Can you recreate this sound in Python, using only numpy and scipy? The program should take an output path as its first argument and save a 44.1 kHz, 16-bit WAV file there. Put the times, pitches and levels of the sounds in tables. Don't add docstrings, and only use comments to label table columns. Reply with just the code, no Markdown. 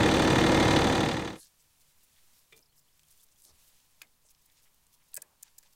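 import sys
import numpy as np
from scipy import signal
from scipy.fft import rfft, irfft
from scipy.io import wavfile
from scipy.ndimage import uniform_filter1d

SR = 44100
rng = np.random.default_rng(int(sys.argv[2]) if len(sys.argv) > 2 else 0)


def master(y):
    cut = np.clip(np.atleast_2d(y).T, -1, 1)
    pcm = np.round(cut * 32767)
    wavfile.write(sys.argv[1], SR, pcm.astype(np.int16))


def magnitude_from_level(level_db):
    exponent = np.asarray(level_db, float) / 20
    return 10 ** exponent


N = 253575

FIRING_HZ = 36.99
CYLINDER_DB = [-.6, 1.4, 1.2]


def rms_one(x):
    return x / np.sqrt(np.mean(x ** 2) + 1e-20)


def in_time(rows):
    s, *columns = np.transpose(rows)
    return [np.interp(np.arange(N) / SR, s, c) for c in columns]


def coloured(spectrum):
    hz, level_db = np.transpose(spectrum)
    bins = np.arange(1, N // 2 + 2) * SR / N
    gain = magnitude_from_level(np.interp(np.log(bins), np.log(hz), level_db))
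    return rms_one(irfft(rfft(rng.standard_normal(N)) * gain, N))


def band(x, low_hz, high_hz):
    return signal.sosfilt(signal.butter(2, [low_hz, min(high_hz, .45 * SR)], "band", fs=SR, output="sos"), x)


def resonance(x, hz, width_hz):
    r = np.exp(-np.pi * width_hz / SR)
    poles = [1, -2 * r * np.cos(2 * np.pi * hz / SR), r * r]
    return signal.lfilter([(1 - r * r) / 2, 0, (r * r - 1) / 2], poles, x)


def drift(rate_hz):
    count = int(N / SR * rate_hz) + 2
    return np.interp(np.linspace(0, count - 1, N), np.arange(count), rng.standard_normal(count))


def add(out, s, sound):
    i = max(round(s * SR), 0)
    out[i:i + len(sound)] += sound[:N - i]


def add_peak(out, s, db, sound):
    add(out, s, magnitude_from_level(db) * sound / np.abs(sound).max())


def puff(noise, t60, build_up_s=0.00012):
    t = np.arange(len(noise)) / SR
    return noise * magnitude_from_level(-60 * t / t60) * (1 - np.exp(-t / build_up_s)) ** 2


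def struck(modes, luck, contact_s=.0015):
    t, ring = np.arange(9000) / SR, 0
    for (hz, db, t60), u in zip(modes, luck):
        ring = ring + magnitude_from_level(db + 1.2 * u - 60 * t / t60) * np.sin(2 * np.pi * hz * t)
    ring = ring * (1 - np.exp(-t / contact_s))
    return ring / np.abs(ring).max()


def far_hum():
    # pitch_hz, width_hz, level_db, change_db_per_s
    hum_peaks = [
        (77, 10, -84.5, -1),
        (149, 9, -80.5, -2),
        (945, 300, -90, 2),
    ]
    white, t = rng.standard_normal(N), np.arange(N) / SR - 1.5
    out = np.zeros(N)
    for hz, width_hz, db, slope_db in hum_peaks:
        tone = resonance(resonance(white, hz, width_hz), hz, width_hz)
        out += magnitude_from_level(db + slope_db * t) * rms_one(tone)
    return out


def yard_air():
    # freq_hz, level_db_per_hz
    air_colour = [(8.8, -28.5), (15, 7.5), (31, -3.5), (65, -7.5), (150, -10), (371, -19.5), (512, -19.5),
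                  (748, -21.5), (1000, -19), (1600, -24), (7490, -28.5), (14700, -24), (16000, -22.5)]
    sway = uniform_filter1d(drift(21.0), size=2000)
    return magnitude_from_level(-70) * coloured(air_colour) + far_hum() + magnitude_from_level(-65.5) * sway


def bird():
    # start_s, whistles_db, closing_note_after_s, closing_start_hz, closing_db
    phrases = [
        (2.623, -62, .096, 2480, -72),
        (2.775, -66, 0.1, 2600, -70),
        (2.925, -73, .104, 2700, -68),
        (3.084, -81, .105, 3260, -66),
        (3.255, -83.5, 0.1, 3000, -72),
    ]
    # delay_s, length_s, start_hz, end_hz, level_db
    whistles = [
        (0, 0.0096, 4480, 6140, 2.5),
        (.007, .008, 4660, 5940, -1),
        (.033, 0.0063, 5900, 4000, -2),
        (0.037, 0.0093, 5600, 4300, -9),
        (.052, .048, 4050, 4600, -13),
    ]
    closing_s, closing_hz, trill_depth, trill_hz = 0.0207, 3600, 0.5, 190
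    out = np.zeros(N)
    for s, whistle_db, gap, from_hz, closing_db in phrases:
        notes = [(s + delay, length, a_hz, b_hz, whistle_db + db) for delay, length, a_hz, b_hz, db in whistles]
        notes.append((s + gap, closing_s, from_hz, closing_hz, closing_db))
        for start, length, start_hz, end_hz, db in notes:
            count = int(length * SR)
            along = np.arange(count) / count
            bend = along ** (.8 if length == closing_s else 1.3)
            glide = np.cumsum(start_hz + (end_hz - start_hz) * bend) / SR
            throat = 1 + trill_depth * (length > .012) * np.cos(2 * np.pi * trill_hz * np.arange(count) / SR)
            shape = np.sin(np.pi * along ** 1.1) ** 2
            add(out, start, magnitude_from_level(db) * shape * throat * np.sin(2 * np.pi * glide))
    return out


def rustle():
    # time_s, effort_db
    effort_curve = [(1.5, 0), (1.82, 1), (2.11, 1), (2.28, 3.5), (2.45, 0.5), (2.7, -5), (3.12, 0.5),
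                    (3.45, -2.5), (3.62, 4), (3.8, 1), (4.08, -2), (4.3, -5), (4.49, -0.5), (4.84, -2.5),
                    (5.17, -2.5), (5.32, -3.5), (5.5, -1), (5.75, -2)]
    rub_db, crisp_db, brush_db = -69.5, -71.5, -78.5
    grains = rng.standard_normal((3, N)) * magnitude_from_level(1.4 * np.minimum(rng.exponential(1, (3, N)), 5))
    effort_db, = in_time(effort_curve)
    rub = magnitude_from_level(rub_db + effort_db + 1.2 * drift(45.)) * rms_one(band(grains[0], 2200, 11000))
    crisp = magnitude_from_level(crisp_db + .99 * effort_db + 1.201 * drift(45.)) * rms_one(band(grains[1], 8700, 21000))
    brush = magnitude_from_level(brush_db + effort_db) * rms_one(band(grains[2], 250, 2600))
    return rub + crisp + brush


def strokes():
    # start_s, length_s, low_hz, high_hz,
    # level_db
    drags = [(1.33, .16, 3770, 7900, -60), (1.35, 0.11, 7860, 11500, -58), (1.375, .035, 8500, 11200, -58),
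             (1.37, .1, 1580, 1760, -76), (1.385, 0.07, 4150, 4400, -68), (1.585, .04, 5510, 8950, -68),
             (2.14, 0.069, 1500, 4550, -73.5), (2.545, 0.07, 89, 600, -71),
             (3.395, .12, 6800, 11500, -63.5), (3.42, 0.1, 3930, 7000, -66.5),
             (3.485, .035, 4300, 5900, -67), (3.453, .02, 250, 1000, -73), (3.312, 0.02, 5500, 9000, -67.5),
             (3.444, 0.09, 199, 1207, -73.5), (3.463, 0.1, 60.7, 94, -72.5), (3.715, 0.12, 2490, 8960, -72),
             (4.04, .02, 1950, 2250, -69), (4.005, .008, 1100, 1500, -69), (4.125, 0.024, 3400, 5600, -78),
             (4.288, 0.038, 2200, 4200, -75), (4.465, 0.06, 1800, 2700, -77),
             (4.645, .045, 1390, 3200, -73), (4.995, 0.038, 1500, 3400, -74.5),
             (4.232, 0.059, 5960, 9840, -69), (4.549, .067, 2000, 8950, -68.5),
             (5.132, 0.011, 1500, 6500, -59), (5.172, .04, 7000, 10500, -70), (5.645, .04, 860, 980, -76),
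             (5.635, .03, 450, 530, -79), (5.45, .03, 800, 960, -76), (5.17, 0.11, 300, 2600, -79),
             (5.22, 0.16, 450, 1400, -77), (5.168, .03, 49.7, 300, -65), (5.43, .075, 1000, 8100, -68),
             (5.63, 0.06, 1990, 7950, -70.5)]
    # start_s, length_s, low_hz, level_db
    wipes = [(1.438, .016, 9000, -62.5), (1.796, .035, 4000, -65), (2.021, 0.036, 5000, -65),
             (2.302, 0.13, 2920, -67), (2.511, .025, 3000, -67), (2.555, 0.035, 3000, -61.5),
             (2.59, 0.042, 8000, -72), (2.75, 0.061, 5000, -66.5), (3.093, 0.052, 4000, -65.5),
             (3.138, 0.11, 4000, -67.5), (3.224, 0.024, 5760, -57.5), (3.37, 0.049, 3870, -64),
             (3.43, .03, 7500, -63), (3.567, .17, 2500, -70), (3.666, 0.031, 5880, -64),
             (4.287, 0.036, 5000, -62), (4.412, 0.017, 3980, -69.5), (4.454, 0.013, 6000, -65),
             (4.512, .016, 5000, -66.5), (4.614, 0.046, 3850, -67.5), (4.918, 0.04, 3520, -64),
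             (5.075, 0.021, 3000, -68), (5.627, 0.012, 1500, -63), (5.722, 0.018, 3444, -64)]
    wipe_top_hz = 16030
    rows = [(s, length, hz, wipe_top_hz, db) for s, length, hz, db in wipes] + list(drags)
    out, luck = np.zeros(N), rng.standard_normal((len(rows), 2, 8000))
    for (s, length, low_hz, high_hz, db), (white, grain) in zip(rows, luck):
        count = int(length * SR)
        along = np.arange(count) / count
        roughness = magnitude_from_level(22 * uniform_filter1d(grain, size=90)[:count])
        pressure = np.sin(np.pi * along ** 1.2) ** .8 * roughness
        friction = rms_one(band(band(white, low_hz, high_hz), 0.7 * low_hz, 1.2 * high_hz))
        add(out, s, magnitude_from_level(db) * pressure * friction[:count])
    return out


def ticks():
    # start_s, peak_db, centre_hz, broad_spike_db
    tick_events = [(1.4693, -53, 7000, 5), (1.6244, -57, 11000, -1), (2.576, -52, 7000, -6),
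                   (2.591, -49.5, 5800, -2), (2.7924, -53, 7340, -5), (2.9764, -55, 12400, -3.5),
                   (2.9938, -53, 3100, 0), (2.9942, -57, 8200, -6), (3.0, -57, 7900, -12),
                   (3.0328, -55, 7800, 8), (3.051, -60, 9000, -3), (3.0839, -53, 7990, -2),
                   (3.1068, -49.5, 10500, 5), (3.1114, -50, 9000, -3), (3.086, -56, 11500, -6),
                   (3.1255, -54, 9000, -3), (3.1754, -55, 7660, -3), (3.213, -50, 7630, -9.5),
                   (3.2864, -56, 5320, -3), (3.0712, -58, 12600, -12), (3.2656, -59, 7300, -12),
                   (3.3597, -57, 6770, -14), (3.3864, -58, 5800, 2), (3.4205, -47.5, 9300, 4),
                   (3.4503, -45.5, 8750, 3), (3.4506, -48, 5600, -10), (4.0708, -58, 4180, -6),
                   (4.287, -54, 6300, -17), (4.2932, -52, 6200, -9.5), (4.348, -54.5, 5230, -6),
                   (4.349, -59.5, 3500, -9), (4.4994, -57.5, 3820, -4), (4.7446, -56, 13360, 6),
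                   (4.8667, -51, 7500, -7), (5.118, -52, 12910, -3), (5.1338, -50, 3500, -2),
                   (5.548, -65.5, 5500, -9), (5.573, -65, 3100, -9), (5.608, -61, 4600, -8.5),
                   (5.628, -54, 6500, 2)]
    out, noise = np.zeros(N), rng.standard_normal((len(tick_events), 2000))
    spike = band(np.arange(200) == 8, 3100, 16500)
    for (s, db, hz, spike_db), white in zip(tick_events, noise):
        add_peak(out, s, db, resonance(puff(white, .012), hz, 0.32 * hz))
        add_peak(out, s, db + spike_db, spike)
    return out


def knocks(blows, modes):
    out, luck = np.zeros(N), rng.standard_normal((len(blows), 9000))
    for (s, db, crack_db, rumble_db), row in zip(blows, luck):
        add(out, s, magnitude_from_level(db) * struck(modes, row, contact_s=.0005))
        add(out, s, magnitude_from_level(db + crack_db) * puff(band(row, 1550, 8000), 0.031))
        rumble = rms_one(band(row[::-1], 170, 1050))
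        add(out, s, magnitude_from_level(db + rumble_db) * puff(rumble, 0.1573, 0.012))
    return out


def body_blows():
    # start_s, peak_db, crack_db, dull_rumble_db
    ledge_knocks = [
        (2.5238, -43, -10, -32),
        (2.529, -41, -14, -21),
        (2.547, -58, -10, -14),
        (2.5765, -60, -4, -8),
    ]
    frame_knocks = [
        (4.0165, -39.5, 2, -19.5),
        (4.033, -58, -2, -20),
    ]
    track_thuds = [
        (4.018, -58, -38.5, -17),
        (4.25, -65, -37, -11),
        (5.1772, -44, -31, -18),
        (5.229, -58, -37, -2),
        (5.63, -71, -40, -4),
    ]
    # pitch_hz, level_db, t60_s
    ledge_modes = [(138, -19, 0.16), (400, -18, 0.1), (450, -12, 0.2), (1237, -11, 0.11), (2040, -6, 0.056),
                   (2100, -10, 0.044), (2330, -5, 0.06), (2400, 0, 0.1), (2600, -9, .05), (2780, -7, .03),
                   (3180, -7, 0.066), (3560, -3, 0.07), (3440, -9, .055), (4150, -21, 0.08),
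                   (4870, -18, .03)]
    frame_modes = [(1500, -31, 0.037), (1620, 2, 0.033), (1685, -2, 0.04), (1840, -3, 0.044),
                   (1970, -11, .05), (2130, -5, 0.085), (2060, -9, .09), (2400, 1, 0.049),
                   (2250, -3.5, 0.074), (2500, 9.5, 0.026), (2980, -8.5, 0.057), (3270, -17, 0.018),
                   (3660, 6, 0.013), (4320, -5, 0.035)]
    track_modes = [(149, 2, 0.042), (494, 1, 0.069), (600, 16.5, 0.025), (926, 11, 0.022), (1320, 9, 0.016)]
    return knocks(ledge_knocks, ledge_modes) + knocks(frame_knocks, frame_modes) + knocks(track_thuds, track_modes)


def snaps():
    # start_s, peak_db, centre_hz, fitting_ring_db, t60_s
    slips = [(4.0191, -40, 12800, -42, 0.012), (5.1419, -36, 9000, -32, .01),
             (5.1432, -29.5, 8800, -35, .015), (5.153, -30, 8500, -35, .014), (5.164, -36, 8350, -30, .008),
             (5.1648, -28, 8350, -19, .016), (5.1696, -26, 8000, -16.5, 0.022),
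             (5.2187, -36, 6950, -35, 0.003), (5.2206, -30, 8800, -26, 0.014),
             (5.4265, -38.5, 8940, -37.5, 0.0079), (5.4298, -32, 7020, -29, .016),
             (5.581, -42, 7990, -30, .016), (5.5838, -36, 7000, -30, 0.02), (5.6275, -59, 5700, -5, .008)]
    # centre_hz, width_hz, level_db
    spanner_colour = [(11000, 8600, -7), (5000, 2100, -7.5), (14950, 2100, -11)]
    # pitch_hz, level_db, t60_s
    fitting_modes = [(1634, 11, 0.032), (1737, 8, 0.052), (2380, 2, 0.05), (1980, 5, 0.033),
                     (2530, 6.5, 0.041), (3000, 9.5, 0.012)]
    # start_s, peak_db
    jaw_clicks = [
        (4.0199, -36),
        (5.143, -19.5),
        (5.1646, -25),
        (5.1696, -32),
        (5.2207, -34),
        (5.431, -34),
        (5.585, -35),
    ]
    out, luck = np.zeros(N), rng.standard_normal((len(slips), 3000))
    for (s, db, hz, ring_db, t60), white in zip(slips, luck):
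        burst = puff(white, t60, 0.00036)
        snap = 2 * resonance(burst, hz, 800)
        for centre_hz, width_hz, gain_db in spanner_colour:
            snap = snap + magnitude_from_level(gain_db) * resonance(burst, centre_hz, width_hz)
        snap = signal.sosfilt(signal.butter(2, 0.84 * hz, "high", fs=SR, output="sos"), snap)
        add_peak(out, s, db, snap)
        add(out, s + 0.0025, magnitude_from_level(db + ring_db) * struck(fitting_modes, white[-len(fitting_modes):]))
    click = band(np.arange(200) == 8, 9000, 16000)
    for s, db in jaw_clicks:
        add_peak(out, s, db, click)
    return out


def wavering(turn, db, wander, blur=1):
    phase = wander * drift(11.0) + blur * rng.uniform(-np.pi, np.pi)
    return magnitude_from_level(db + 2.2 * drift(9.6)) * np.sin(turn + phase)


def cycle_whine():
    # pitch_hz, level_db
    cycle_tones = [(641, -27), (776, -24), (974.2, -19), (1195.5, -33), (1319, -29), (1738.5, -29),
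                   (1960, -33), (2109.5, -25.5), (3095, -32.5)]
    turn = 2 * np.pi * np.arange(N) / SR
    return sum(wavering(hz * turn, db, .7) for hz, db in cycle_tones) * np.sqrt(2)


def looseness(order, db):
    # into_cycle_s, first_order, last_order, blur (1 = no swell)
    swell_groups = [(.009, 8, 18, .6), (.046, 21, 30, .3), (.039, 36, 45, .4)]
    steady_wander, loose_wander, loose_below_db = .5, 1.5, -9.2
    if order < 7:
        return 0, steady_wander / 2, 1
    wander = loose_wander if db < loose_below_db else steady_wander
    for s, first, last, blur in swell_groups:
        if first <= order <= last:
            return s, wander, blur
    return 0, wander, 1


def exhaust():
    # multiple_of_cycle, level_db
    orders = [(3, -11), (5, -18), (6, -5), (8, -8), (9, -5.5), (10, -5.5), (11, -14), (12, -2.5),
              (13, -9.5), (14, -9), (15, -12), (16, -12), (17, -4), (18, -8), (21, -2.5), (22, -9),
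              (23, -5.5), (24, -6), (25, -8.5), (26, 0.5), (27, -10), (28, -12), (29, -4), (30, -4),
              (31, -13), (34, -15), (36, -14), (37, -11), (38, -13), (39, -4.5), (40, -12), (42, -9),
              (43, -13), (44, -11), (45, -13), (47, -14)]
    out, cycle_hz = 0, FIRING_HZ / len(CYLINDER_DB)
    for order, db in orders:
        s, wander, blur = looseness(order, db)
        turn = 2 * np.pi * order * cycle_hz * (np.arange(N) / SR - s)
        out = out + wavering(turn, db, wander, blur)
    return rms_one(out)


def combustion_knock(firings):
    # pitch_hz, level_db, t60_s
    block_modes = [(1330, -2, .02), (1740, 4, .028), (1930, 6.5, .027), (2450, -4, .025), (3090, -5, .025),
                   (3480, -2, .06), (3950, -5, .02), (6000, -14, .008)]
    strike_place = [(3, 3, -8, -6, -6, -2, -6, -8), (-4, -6, 2, 3, 4, 0, -2, 2),
                    (-4, -2, 1, -5, -6, 1, 4, 1)]
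    knock_db, delay_s = -6, (0.0032, .002, .0022)
    scatter, jitter_s = 2.2, .00005
    out, luck = np.zeros(N), rng.standard_normal((len(firings), len(block_modes) + 1))
    for k, (s, row) in enumerate(zip(firings, luck)):
        cylinder = k % len(CYLINDER_DB)
        modes = [(hz, db + extra_db, t60) for (hz, db, t60), extra_db in zip(block_modes, strike_place[cylinder])]
        start = s + delay_s[cylinder] + jitter_s * row[-1]
        add(out, start, magnitude_from_level(knock_db + CYLINDER_DB[cylinder]) * struck(modes, scatter * row))
    return out


def swell(times, sizes, hold, fall):
    out, t = np.zeros(N), np.arange(3000) / SR
    shape = (1 - np.exp(-t / 0.00052)) * np.exp(-np.maximum(t - hold, 0) / fall)
    for s, size in zip(times, sizes):
        add(out, s, size * shape)
    return out


def firing_clatter(firings):
    # freq_hz, level_db_per_hz
    roar_colour = [(29, -47), (50, -7), (145, -4), (234, -8.5), (321, -4), (398, -8.5), (472, -6.5),
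                   (678, -8.5), (997, -10.5), (1540, -16), (1780, -12.5), (2620, -21), (3500, -20.5),
                   (8340, -34), (16000, -54)]
    # low_hz, high_hz, delay_s, hold_s, fall_s, burst_db, valve_tick_db, share_repeated_every_cycle (0-1)
    clatter_bands = [(90, 250, .004, .004, .004, -20, -20, .1), (250, 400, .004, .004, .004, -20, -20, .25),
                     (400, 600, .005, .004, .003, -4, -20, .15), (600, 1000, .004, .004, .004, -8, -12, .6),
                     (1000, 1600, .003, .0045, .001, 2, -10, .85),
                     (1600, 2500, .0022, .004, .003, 8.5, -3, .7),
                     (2500, 4400, .0012, .0095, .0065, 12.5, -1, .55),
                     (4400, 7500, -.0006, .003, .01, 7, 2, .25),
                     (7500, 17000, .0008, .0065, .003, 8, -2, .35)]
    # centre_hz, width_hz, depth (up to 1, negative for a peak)
    hollows = [(51, 30, 1), (86, 12, .85), (135, 10, .6), (625, 60, .3), (1100, 90, .6), (1545, 110, .25),
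               (2060, 70, .6), (2240, 180, .3), (2440, 80, -.4), (2880, 100, -.3), (3260, 140, .4),
               (3490, 140, -.6), (3660, 60, .25), (3900, 150, -.5), (5100, 200, .5), (5500, 500, .3),
               (6100, 300, -.4), (8300, 400, -.6)]
    valve_delay_s, spread_db = .0172, .8
    valve_by_cylinder_db, sharp_by_cylinder_db, sharp_above_hz = [1, -5, 2], [-3, 0, 0], 4000
    count = len(firings)
    cycle = np.arange(N) % round(len(CYLINDER_DB) * SR / FIRING_HZ)
    clatter, shared = 0, rng.standard_normal((count, 2))
    for low_hz, high_hz, delay, hold, fall, burst_db, valve_db, share in clatter_bands:
        roar = band(coloured(roar_colour), low_hz, high_hz)
        pattern = roar[-SR:][:cycle.max() + 1]
        pattern = pattern * roar.std() / np.sqrt(uniform_filter1d(pattern ** 2, size=400, mode="wrap"))
        roar = np.sqrt(1 - share) * roar + np.sqrt(share) * pattern[cycle]
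        spread = magnitude_from_level(spread_db * (shared + 1.3 * rng.standard_normal(shared.shape)))
        sharp_db = np.multiply(sharp_by_cylinder_db, low_hz > sharp_above_hz)
        bursts = magnitude_from_level(burst_db + np.resize(CYLINDER_DB + sharp_db, count)) * spread[:, 0]
        valves = magnitude_from_level(valve_db + np.resize(valve_by_cylinder_db, count)) * spread[:, 1]
        flare = 1 + swell(firings + delay, bursts, hold, fall)
        flare += swell(firings + valve_delay_s, valves, .001, .004)
        flare /= np.sqrt(np.mean(flare[:SR] ** 2))
        clatter = clatter + flare * roar
    for hz, width_hz, depth in hollows:
        clatter = clatter - depth * resonance(clatter, hz, width_hz)
    return clatter


def engine():
    # time_s, level_db
    fader = [
        (0.0, -20.5),
        (0.318, -20.5),
        (0.764, -20),
        (1.06, -24.5),
        (1.278, -34),
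        (1.356, -43),
        (1.4, -62),
    ]
    firings = .003 + np.arange(56) / FIRING_HZ
    level_db, = in_time(list(fader) + [(1.41, -120)])
    motor = magnitude_from_level(-4.5) * exhaust() + magnitude_from_level(-4) * firing_clatter(firings)
    return magnitude_from_level(level_db) * (motor + cycle_whine() + combustion_knock(firings))


def scene():
    fade_in, = in_time([(.8, 0.012), (1.4, 0.75)])
    yard = fade_in * (yard_air() + rustle())
    work = ticks() + body_blows() + bird()
    snap = snaps()
    echo = band(np.roll(work + snap, round(0.014 * SR)), 300, 4300)
    steady = engine() + yard + strokes() + work + magnitude_from_level(-17.5) * echo
    top = signal.ellip(14, .5, 80, 15900, fs=SR, output="sos")
    return (signal.sosfilt(top, steady) + snap)[None]


def low_pass(x):
    return signal.sosfilt(signal.butter(12, 16820, fs=SR, output="sos"), x)


def record(dry):
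    rounded = 0.75 * np.tanh(dry / 0.72)
    top_cut = signal.cheby2(10, 60, 17201, fs=SR, output="sos")
    return low_pass(signal.sosfilt(top_cut, rounded))


dry = scene()
out = record(dry)
master(out)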